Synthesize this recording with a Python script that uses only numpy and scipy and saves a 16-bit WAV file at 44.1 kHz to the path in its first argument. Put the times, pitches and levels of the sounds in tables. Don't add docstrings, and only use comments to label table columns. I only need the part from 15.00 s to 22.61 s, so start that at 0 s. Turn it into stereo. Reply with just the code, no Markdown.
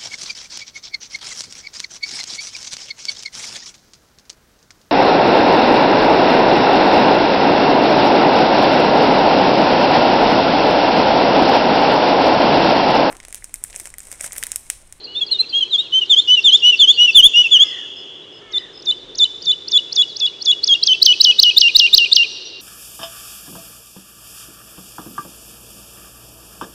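import sys
import numpy as np
from scipy import signal
from scipy.fft import rfft, irfft, next_fast_len
from scipy.io import wavfile
from scipy.ndimage import uniform_filter1d, map_coordinates

SR = 44100
rng = np.random.default_rng(int(sys.argv[2]) if len(sys.argv) > 2 else 0)


def amp(db):
    return 10 ** (np.asarray(db, float) / 20)


def write(x):
    x = np.atleast_2d(x).T
    wavfile.write(sys.argv[1], SR, np.round(np.clip(x, -1, 1) * 32767).astype(np.int16))


N = 335601


def unit(x):
    return x / np.sqrt(np.mean(x ** 2) + 1e-20)


def along(points, hz):
    f, v = np.transpose(points)
    return np.interp(np.log(hz + 1), np.log(f + 1), v)


def wobble(rate, size):
    knots = rng.standard_normal(int(size * rate / SR) + 4)
    return map_coordinates(knots, [np.arange(size) * rate / SR])


def noise_pair():
    return rng.standard_normal((2, N))


def spread(pair, spectrum, alike):
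    length = pair.shape[1]
    m = next_fast_len(length + 8192)
    hz = np.fft.rfftfreq(m, 1 / SR)
    turn = np.arccos(np.clip(along(alike, hz), -1, 1)) / 2
    coloured = rfft(pair, m) * amp(along(spectrum, hz))
    mid, side = irfft(coloured * [np.cos(turn), np.sin(turn)], m)[:, :length]
    return np.array([mid + side, mid - side])


# (pitch f/Hz, level/dB)
THROAT_FADE = [(2600, 3.6), (3600, -1.3), (4100, -5.5), (4800, -12.5), (6500, -30.5)]


def add_whistle(track, rows, partials, flutter_db, smooth_s=0.00064, push=0.9):
    s, hz, db = np.transpose(rows)
    t = np.arange(s[0] - .003, s[-1] + 0.0038, 1 / SR)
    level_s = np.r_[t[0], s, t[-1]]
    level_db = np.r_[db[0] - 25, db, db[-1] - 25]
    size = max(int(smooth_s * SR), 1)
    flutter = flutter_db * wobble(220, len(t))
    gain = uniform_filter1d(amp(np.interp(t, level_s, level_db) + flutter), size)
    hz = uniform_filter1d(np.interp(t, s, hz), size)
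    turn = 2 * np.pi * (np.cumsum(hz) / SR + rng.random())
    throat_db = along(THROAT_FADE, hz) + 2.5e-5 * np.minimum(np.gradient(hz) * SR, 0)
    wave = np.cos(turn)
    for k, db_k in partials:
        wave = wave + amp(db_k + throat_db) * gain ** (push * (k - 1)) * np.cos(k * turn)
    part = track[round(t[0] * SR):][:len(t)]
    part += (gain * wave)[:len(part)]


# (f/Hz, level/dB per Hz)
HAZE_COLOUR = [(15, -74), (25, -37), (101, -13), (227, -12.5), (389, -0.5), (648, -14), (2010, -21),
               (2420, -22), (2850, -16), (3340, -11), (3930, -24.5), (6730, -31), (10100, -47),
               (11800, -66), (15500, -68)]
# (f/Hz, likeness 0-1)
HAZE_ALIKE = [(30, .999), (150, 0.98), (500, .997), (3000, 1), (9000, 1)]
# (f/Hz, level/dB)
MACHINE_HUM = [
    (101, -65),
    (152, -67),
]
# (t/s, level/dB)
WIND_RUMBLE = [(0.0, -60), (.5, -61), (.8, -70), (1.8, -78), (2.4, -66), (2.7, -72), (3.3, -84),
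               (3.52, -58), (3.75, -65), (3.9, -60), (4.2, -60), (4.7, -65), (5.2, -69), (5.9, -68),
               (6.3, -62), (6.82, -58), (7.61, -72)]


def haze():
    roar = amp(-45 + 0.46 * wobble(2.7, N)) * unit(spread(noise_pair(), HAZE_COLOUR, HAZE_ALIKE))
    wind_colour = [(12, -32.5), (22, -5.0), (52, -1.5), (75, -29.5), (150, -95.5)]
    wind = unit(spread(noise_pair(), wind_colour, HAZE_ALIKE))
    wind_db = np.interp(np.arange(N) / SR, *np.transpose(WIND_RUMBLE))
    hum = np.zeros(N)
    for hz, db in MACHINE_HUM:
        drift = np.cumsum(1 + .02 * wobble(5, N)) / SR
        hum += amp(db + 2.7 * wobble(4.4, N)) * np.sin(2 * np.pi * hz * drift)
    return roar + hum + amp(wind_db) * wind


def earlier_song():
    b, a = signal.butter(2, [4050 / SR * 2, 4330 / SR * 2], "band")
    decay_db = -39.5 - 18 * np.arange(N) / SR
    return unit(signal.lfilter(b, a, rng.standard_normal(N))) * amp(decay_db)


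# (t/s, level/dB)
FLICKS_AT = [
    (.04, -29),
    (.265, -29),
    (.493, -29),
    (.752, -37),
    (5.398, -36.5),
]
# (length t/s, start f/Hz, end f/Hz)
FLICK_GLIDE = (.023, 4900, 4150)
# (t/s, length t/s, start f/Hz, end f/Hz, level/dB)
FAR_WHISTLES = [(2.691, 0.077, 5140, 3840, -49), (3.22, .032, 3770, 3880, -46.5),
                (3.578, 0.039, 5200, 4900, -46), (3.624, 0.039, 3800, 3680, -38.5),
                (3.945, 0.12, 5200, 3830, -52), (4.418, .055, 5100, 4200, -37),
                (5.08, 0.065, 4950, 3600, -35), (5.252, .05, 5500, 3850, -35),
                (5.787, .09, 3190, 2506, -43), (4.685, 0.038, 2620, 3130, -45),
                (5.32, .065, 2217, 2850, -48.5), (5.631, 0.05, 2156, 2770, -49.5),
                (7.29, 0.092, 5750, 5620, -40), (7.447, 0.043, 5760, 5730, -37),
                (7.597, .026, 5750, 5720, -42.5)]


def far_whistles(far):
    calls = FAR_WHISTLES + [(s, *FLICK_GLIDE, db) for s, db in FLICKS_AT]
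    for s, length, hz, end_hz, db in calls:
        rows = [(s, hz, db - 7.0),
                (s + 0.2 * length, .74 * hz + .26 * end_hz, db),
                (s + 0.62 * length, .24 * hz + .76 * end_hz, db - .5),
                (s + length, end_hz, db - 5)]
        add_whistle(far, rows, [], flutter_db=2)


def blur(x):
    t = np.arange(SR // 20) / SR
    smear = rng.standard_normal(len(t)) * amp(-60 * t / .05)
    return x + .35 * signal.fftconvolve(x, smear / np.linalg.norm(smear))[:N]


# (t/s, length t/s, f/Hz, level/dB)
PIPED_NOTES = [
    (0.068, .106, 2950, -34.5),
    (0.197, 0.028, 2727, -36),
    (0.29, .108, 2960, -33.5),
    (0.423, 0.024, 2720, -34.5),
    (.52, 0.104, 2845, -35),
    (0.657, 0.022, 2660, -39),
    (.788, 0.088, 2895, -36),
    (4.867, 0.049, 2760, -46),
    (5.194, 0.054, 2690, -41),
]


def far_pipes(far):
    for s, length, hz, db in PIPED_NOTES:
        rows = [(s, .9 * hz, db - 8.0),
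                (s + 0.12 * length, .98 * hz, db),
                (s + .5 * length, hz, db),
                (s + 0.87 * length, .985 * hz, db),
                (s + length, .87 * hz, db - 5)]
        add_whistle(far, rows, [], flutter_db=.5)


# (multiple, level/dB at full voice)
SONG_OVERTONES = [(2, -20.5), (3, -38), (4, -56)]
# (start t/s, end t/s, first f/Hz, last f/Hz, peak level/dB)
ARCH_NOTES = [
    (.148, .2005, 3460, 3610, -16.5),
    (.528, .6016, 3160, 3287, -10),
    (.9234, .9997, 3007, 3100, -7),
    (1.2746, 1.3604, 2915, 3001, -4),
    (1.6228, 1.7156, 2834, 2962, -2.5),
    (1.975, 2.0705, 2838, 2935, -2.4),
    (2.3362, 2.4305, 2799, 2923, -2.5),
]
DROP_NOTES = [
    (.2085, .2405, 3455, 3266, -11),
    (.34, .369, 3760, 3670, -17),
    (.6065, .6206, 3240, 3200, -11.5),
    (.6211, .6415, 3140, 3030, -8),
    (1.0097, 1.0431, 3000, 2837, -11),
    (1.3659, 1.4013, 2893, 2735, -7),
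    (1.7161, 1.754, 2875, 2700, -8),
    (2.0693, 2.1107, 2840, 2634, -6.5),
    (2.436, 2.478, 2800, 2640, -10.5),
]
FALL_NOTES = [
    (.312, .3385, 4253, 3953, -8),
    (1.096, 1.153, 3630, 3050, -3),
    (1.4402, 1.5091, 3637, 2987, -2.5),
    (1.7909, 1.8568, 3560, 2997, -1.5),
    (2.1471, 2.2145, 3572, 2903, 2),
    (2.5113, 2.5821, 3483, 2887, -1.5),
]
CLIMB_NOTES = [
    (.3886, .4195, 4027, 4167, -6.5),
    (1.1599, 1.2078, 3237, 3623, -3.5),
    (1.5166, 1.5664, 3190, 3613, -1),
    (1.8707, 1.9216, 3213, 3550, -1),
    (2.2254, 2.2743, 3194, 3545, 3),
    (2.5896, 2.6415, 3189, 3484, -1.1),
]
SOFT_FALL_NOTES = [
    (.706, .7655, 4080, 3250, -7.5),
]
SOFT_CLIMB_NOTES = [
    (.777, .824, 3510, 3930, -9.5),
]
# (share of length, share of way from first to last f, level/dB re peak)
ARCH_UNFOLDS = [(0, -0.15, -15.5), (.14, -0.19, -5), (.28, .55, -2.2), (.48, .93, -0.3), (.88, 1.01, -1.5),
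                (1, 1.6, -18.5)]
DROP_UNFOLDS = [(0, 0.035, -15), (.27, 0.2, 0.1), (.85, 1.03, -2), (1, 1.14, -16.5)]
FALL_UNFOLDS = [(0, -.03, -15), (.13, .01, -4), (.26, .09, -1.2), (.42, .24, -.6), (.6, .6, -0.8),
                (.78, .88, -2), (.9, 1.01, -3), (1, 0.95, -19.5)]
CLIMB_UNFOLDS = [(0, -0.274, -17), (.1, -.14, -8), (.25, .02, -4), (.4, .27, -1.2), (.65, .65, -0.37),
                 (.89, 1.01, -1.5), (1, 1.1, -22)]
SOFT_FALL_UNFOLDS = [(0, 0, -22), (.1, .12, -15), (.3, .36, -12), (.5, .58, -1), (.8, .93, -1),
                     (.93, .98, -.5), (1, 1, -18)]
SOFT_CLIMB_UNFOLDS = [(0, -.1, -18), (.08, 0, -7), (.33, .3, -.5), (.62, .63, -2), (.76, .78, -11),
                      (1, 1, -18)]


def slurs(song):
    kinds = [(ARCH_NOTES, ARCH_UNFOLDS), (DROP_NOTES, DROP_UNFOLDS),
             (FALL_NOTES, FALL_UNFOLDS), (CLIMB_NOTES, CLIMB_UNFOLDS),
             (SOFT_FALL_NOTES, SOFT_FALL_UNFOLDS), (SOFT_CLIMB_NOTES, SOFT_CLIMB_UNFOLDS)]
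    for notes, shape in kinds:
        for s, end, hz, last_hz, db in notes:
            rows = [(s + u * (end - s), hz + way * (last_hz - hz), db + rel) for u, way, rel in shape]
            add_whistle(song, rows, SONG_OVERTONES, flutter_db=.3, smooth_s=.003)


# (f/Hz, likeness 0-1)
SCATTER_ALIKE = [(2000, 0.84), (5000, 0.91), (10000, 0.37)]
# (f/Hz, level/dB per Hz)
BREATH_COLOUR = [(1200, -25), (2200, -3.5), (5500, -1), (8500, -12), (11500, -26), (13500, -41)]


def breath(song):
    effort = np.sqrt(np.abs(uniform_filter1d(song ** 2, int(.03 * SR))))
    return amp(-40) * effort ** 0.68 * unit(spread(noise_pair(), BREATH_COLOUR, SCATTER_ALIKE))


# (delay t/s, left level/dB, right level/dB)
RETURNS = [
    (.009, -21.5, -34),
    (0.0196, -21.5, -29),
    (.034, -35.5, -33.5),
]


def echoes(x):
    total = np.zeros((2, N))
    for s, left_db, right_db in RETURNS:
        total += amp([[left_db], [right_db]]) * np.pad(x, (round(s * SR), 0))[:N]
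    return total


# (f/Hz, t60/s)
TREE_DECAY = [(2500, 2.52), (4000, 2.28), (7000, 1.5), (11000, 0.84)]


def trees(x):
    hz, t, z = signal.stft(rng.standard_normal((2, 3 * SR)), SR, nperseg=256)
    far_lines = amp(-60 * t / along(TREE_DECAY, hz)[:, None])
    reeds = 0.67 * amp(-60 * t / 0.07)
    trunks = amp(3 * rng.standard_normal(len(t)))
    wash = signal.istft(z * (far_lines + reeds) * trunks, SR, nperseg=256)[1]
    tail = spread(wash, [(1000, -4.5), (4000, -3.0), (8000, -0.5), (14000, -2)], SCATTER_ALIKE)
    late = np.pad(x, (150, 0))[None]
    return signal.fftconvolve(late, tail / np.linalg.norm(tail[0]), axes=1)[:, :N]


# (start f/Hz, end f/Hz)
SWEEP_GLIDE = (6150, 3850)
SWEEP_LEVELS = [-47, -38, -40, -36, -36, -34, -32, -33, -33, -31]


def far_sweeps(far):
    first_s, every_s, length_s = 1.045, .118, .037
    start_hz, end_hz = SWEEP_GLIDE
    for k, db in enumerate(SWEEP_LEVELS):
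        s = first_s + k * every_s
        add_whistle(far, [(s, start_hz, db - 6), (s + length_s, end_hz, db)], [], flutter_db=4)


# (t/s, level/dB)
CHIPS_AT = [
    (1.058, -48),
    (1.135, -42),
    (1.157, -53.5),
    (1.278, -38.5),
    (1.3, -48),
    (1.425, -41.5),
    (1.45, -41),
    (1.572, -38),
    (1.598, -40.5),
]


def far_chips(far):
    for s, db in CHIPS_AT:
        for hz in (5550, 5100, 4650):
            add_whistle(far, [(s, hz, db), (s + .008, .975 * hz, db)], [], flutter_db=3)


# (t/s, length t/s, f/Hz, level/dB)
BUZZ_PATCHES = [
    (1.075, .035, 3950, -41),
    (1.2, .04, 4000, -37),
    (1.32, .06, 3850, -36),
    (1.485, .05, 3900, -33),
    (1.56, .03, 3950, -37),
    (1.67, .04, 3950, -37),
    (1.78, .045, 4150, -32),
    (1.92, .06, 4400, -32),
    (2.02, .035, 3800, -36),
]
BUZZ_BANDS = [-290, -20, 240]


def far_buzzes(far):
    for s, length, mid_hz, db in BUZZ_PATCHES:
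        for hz in np.add(mid_hz, BUZZ_BANDS):
            rows = [(s, .98 * hz, db - 12), (s + length / 2, hz, db), (s + length, 1.01 * hz, db - 12)]
            add_whistle(far, rows, [], flutter_db=6)


CREST, TROUGH = .945, .995
# (f/Hz, level/dB per Hz)
FIZZ_COLOUR = [(6000, -40), (8500, -6), (11000, 0), (14500, -2), (16500, -10)]


def fizz(dry):
    hang_s = .04
    excess = np.maximum(np.abs(dry) - CREST, 0)
    over = np.abs(uniform_filter1d(excess, int(hang_s * SR), axis=1))
    hiss = unit(spread(noise_pair(), FIZZ_COLOUR, [(9000, .93)]))
    return amp(-21 + 3 * wobble(60, N)) * over * hiss


# (t/s, level/dB)
TRILLS_AT = [
    (2.352, -34.5),
    (2.648, -36),
    (2.966, -41.5),
    (3.325, -46.5),
    (3.735, -42),
]


def far_trills(far):
    for start_s, db in TRILLS_AT:
        for k in range(4):
            s = start_s + k * .0185
            add_whistle(far, [(s, 5170, db - 2), (s + .012, 5060, db - 1)], [], flutter_db=4)
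            add_whistle(far, [(s + .013, 4550, db - 12), (s + .017, 4200, db - 12)], [], flutter_db=2)


# (t/s from its start, f/Hz, level/dB, warble depth 0-1, mouth f/Hz)
CAW_COURSE = [
    (0, 335, -58, 0, 1700),
    (.026, 451, -44, 0, 1950),
    (.09, 441, -44, .006, 2000),
    (.135, 415, -42, .03, 2080),
    (.22, 384, -41, .05, 1940),
    (.31, 354, -43, .052, 1800),
    (.335, 290, -52, .06, 1480),
]
# (t/s, level/dB, mouth shift f/Hz)
CAWS_AT = [
    (2.53, -2, -20),
    (3.396, -5, 0),
]


def crow():
    warble_hz, rasp_db, narrows = 46, 45, 6
    out, t = np.zeros(N), np.arange(N) / SR
    for start, level_db, shift_hz in CAWS_AT:
        s, *columns = np.transpose(CAW_COURSE)
        s = s + start
        hz, db, warble, mouth_hz = [np.interp(t, s, column) for column in columns]
        beat = 2 * np.pi * np.cumsum(warble_hz * (1 + .15 * wobble(25, N))) / SR
        turn = 2 * np.pi * np.cumsum(hz * (1 + warble * np.sin(beat) + .009 * wobble(90, N))) / SR
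        width_hz = np.maximum(.65 - narrows * warble, .2) * hz
        stack = np.zeros(N)
        for k in range(3, 7):
            chest = 1 / (1 + ((k * hz - 1300) / 190) ** 2)
            mouth = 1 / (1 + ((k * hz - mouth_hz - shift_hz) / width_hz) ** 2)
            stack += np.sin(k * turn) * (chest * amp(-300 * warble) + mouth)
        rasp = rasp_db * warble * np.cos(beat) + 2.4 * wobble(70, N)
        out += amp(db + level_db + rasp) * stack * (t > s[0]) * (t < s[-1])
    return out


# (t/s of steepest fall, held t/s, held f/Hz, plunge level/dB, end level/dB)
PLUNGE_NOTES = [(3.5265, .059, 3510, -32, -11.5), (3.8615, .054, 3500, -25, -8),
                (4.1897, .057, 3490, -12, -3.5), (4.4601, 0.061, 3473, -19.5, -5.5),
                (4.7216, .059, 3420, -14, -3.5), (4.965, 0.06, 3380, -10, -4),
                (5.204, 0.064, 3378, -15.5, -8.5), (5.4611, 0.059, 3372, -10.5, -3.5),
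                (5.679, .065, 3238, -8, -3.3), (5.875, 0.062, 3026, -3, -4.5),
                (6.0636, .066, 2935, 2.2, -3.5), (6.249, 0.067, 2906, 1.6, -3.5),
                (6.4346, 0.07, 2876, 1.55, -5.5), (6.616, .071, 2776, 0.4, -4.5),
                (6.7984, 0.071, 2770, 3, -6), (6.9823, 0.07, 2768, 1.9, -8), (7.166, .071, 2776, 1.1, -6.5)]
# (t/s from steepest fall, share of way from held pitch to top)
PLUNGE_COURSE = [(-.021, .95), (-.016, 1), (-.012, .99), (-.008, .92), (-.004, .74), (-.001, .51),
                 (.001, .28), (.003, .145)]
PLUNGE_LEVELS = [-37, -27, -21, -14.5, -5.5, 0.6, -2.5, -6]
# (t/s, share of way to top)
SETTLE_COURSE = [(.006, .09), (.011, .054), (.02, .022), (.038, 0)]


def plunge(song, s, held, hz, db, end_db):
    top_hz = 6750 - 0.75 * (3500 - hz)
    rows = []
    for (dt, share), rel in zip(PLUNGE_COURSE, PLUNGE_LEVELS):
        rows.append((s + dt, hz + share * (top_hz - hz), db + rel * hz / 3300))
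    dip_db = -12.5 + 0.5 * db
    for dt, share in SETTLE_COURSE:
        swell = ((dt - .006) / (held - .014)) ** .32
        rows.append((s + dt, hz + share * (top_hz - hz), dip_db + (end_db - dip_db) * swell))
    end = s + held
    rows += [(end - .008, 1.003 * hz, end_db), (end - .005, 1.02 * hz, end_db),
             (end - .002, 1.146 * hz, end_db - 3.0), (end + 0.00087, 1.1 * hz, end_db - 19.5)]
    add_whistle(song, rows, SONG_OVERTONES, flutter_db=.75, smooth_s=.001)


def blip(song, held_end, held_hz, db):
    gap_s, length_s = .002, .0155
    on, hz = held_end + gap_s, 2505 + .71 * (held_hz - 2780)
    rows = [(on, 0.946 * hz, db - 11.0), (on + 0.005, 1.01 * hz, db - 1),
            (on + length_s - .005, hz, db - 0.5), (on + length_s, 0.968 * hz, db - 10)]
    add_whistle(song, rows, SONG_OVERTONES, flutter_db=1.2)


# (start t/s, end t/s, start f/Hz, end f/Hz, peak level/dB)
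RISE_NOTES = [(3.819, 3.828, 4250, 6200, -33.5), (4.149, 4.159, 4260, 6200, -25.5),
              (4.415, 4.43, 4200, 6020, -28), (4.678, 4.688, 4180, 5730, -17.5),
              (4.922, 4.9324, 4120, 5780, -14.5), (5.16, 5.173, 4050, 5950, -19),
              (5.414, 5.4293, 4130, 5870, -18.5), (5.6345, 5.6462, 4130, 5500, -6.5),
              (5.8284, 5.8395, 3910, 5380, -3.5), (6.02, 6.0327, 3864, 5150, 1.7),
              (6.204, 6.2185, 3820, 5210, 1.5), (6.389, 6.403, 3730, 5065, 1.7),
              (6.568, 6.587, 3563, 4840, 2), (6.7514, 6.77, 3646, 4986, 2.5), (6.932, 6.952, 3590, 5010, 3),
              (7.1195, 7.1355, 3560, 4760, .2)]


def rises(song):
    for s, end, hz, end_hz, db in RISE_NOTES:
        length = end - s
        mid_hz = hz + (.42 - 12 * length) * (end_hz - hz)
        rows = [(s - .003, .985 * hz, db - 17),
                (s, hz, db - 10),
                (s + .3 * length, .6 * hz + .4 * mid_hz, db - 4.0),
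                (s + .5 * length, mid_hz, db - .6),
                (s + .75 * length, .64 * mid_hz + .36 * end_hz, db),
                (s + .89 * length, .2 * mid_hz + .8 * end_hz, db - .6),
                (end, 1.06 * end_hz, db - 14.5)]
        add_whistle(song, rows, SONG_OVERTONES, flutter_db=-0.25, smooth_s=.001)


BLIP_LEVELS = [-31.5, -17.5, -13.5, -14, -11.5, -13.5, -16, -10, -9.5, -14, -15, -14.5, -14.5, -12, -15,
               -15, -18]


def syllables(song):
    rises(song)
    for (s, held, hz, db, end_db), blip_db in zip(PLUNGE_NOTES, BLIP_LEVELS):
        plunge(song, s, held, hz, db, end_db)
        blip(song, s + held, hz, blip_db)


# (t/s, f/Hz, level/dB)
BUMP = [
    (4.43, 170, -56),
    (4.47, 160, -46),
    (4.54, 150, -56),
]


def far_thud(far):
    add_whistle(far, BUMP, [], flutter_db=3)


def singer():
    song = np.zeros(N)
    slurs(song)
    syllables(song)
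    return song


def neighbours():
    far = np.zeros(N)
    for voice in (far_whistles, far_pipes, far_sweeps, far_chips, far_buzzes, far_trills, far_thud):
        voice(far)
    return far


def scene():
    song = singer()
    far = blur(neighbours() + amp(.8) * crow())
    air = breath(song)
    tail = trees(amp(-18.0) * song + amp(-1.5) * air[0] + amp(-14.5) * far)
    return song + air + echoes(song) + far + tail + earlier_song() + haze()


def low_pass(x):
    return signal.sosfilt(signal.butter(12, 15710, fs=SR, output="sos"), x)


def record(dry):
    limit = np.where(dry > 0, CREST, TROUGH)
    clipped = dry / (1 + np.abs(dry / limit) ** 40) ** (1 / 40)
    b, a = signal.butter(1, 22 / SR * 2, "high")
    mix = signal.lfilter(b, a, clipped + fizz(dry))
    return low_pass(mix)


dry = scene()
out = record(dry)
write(out)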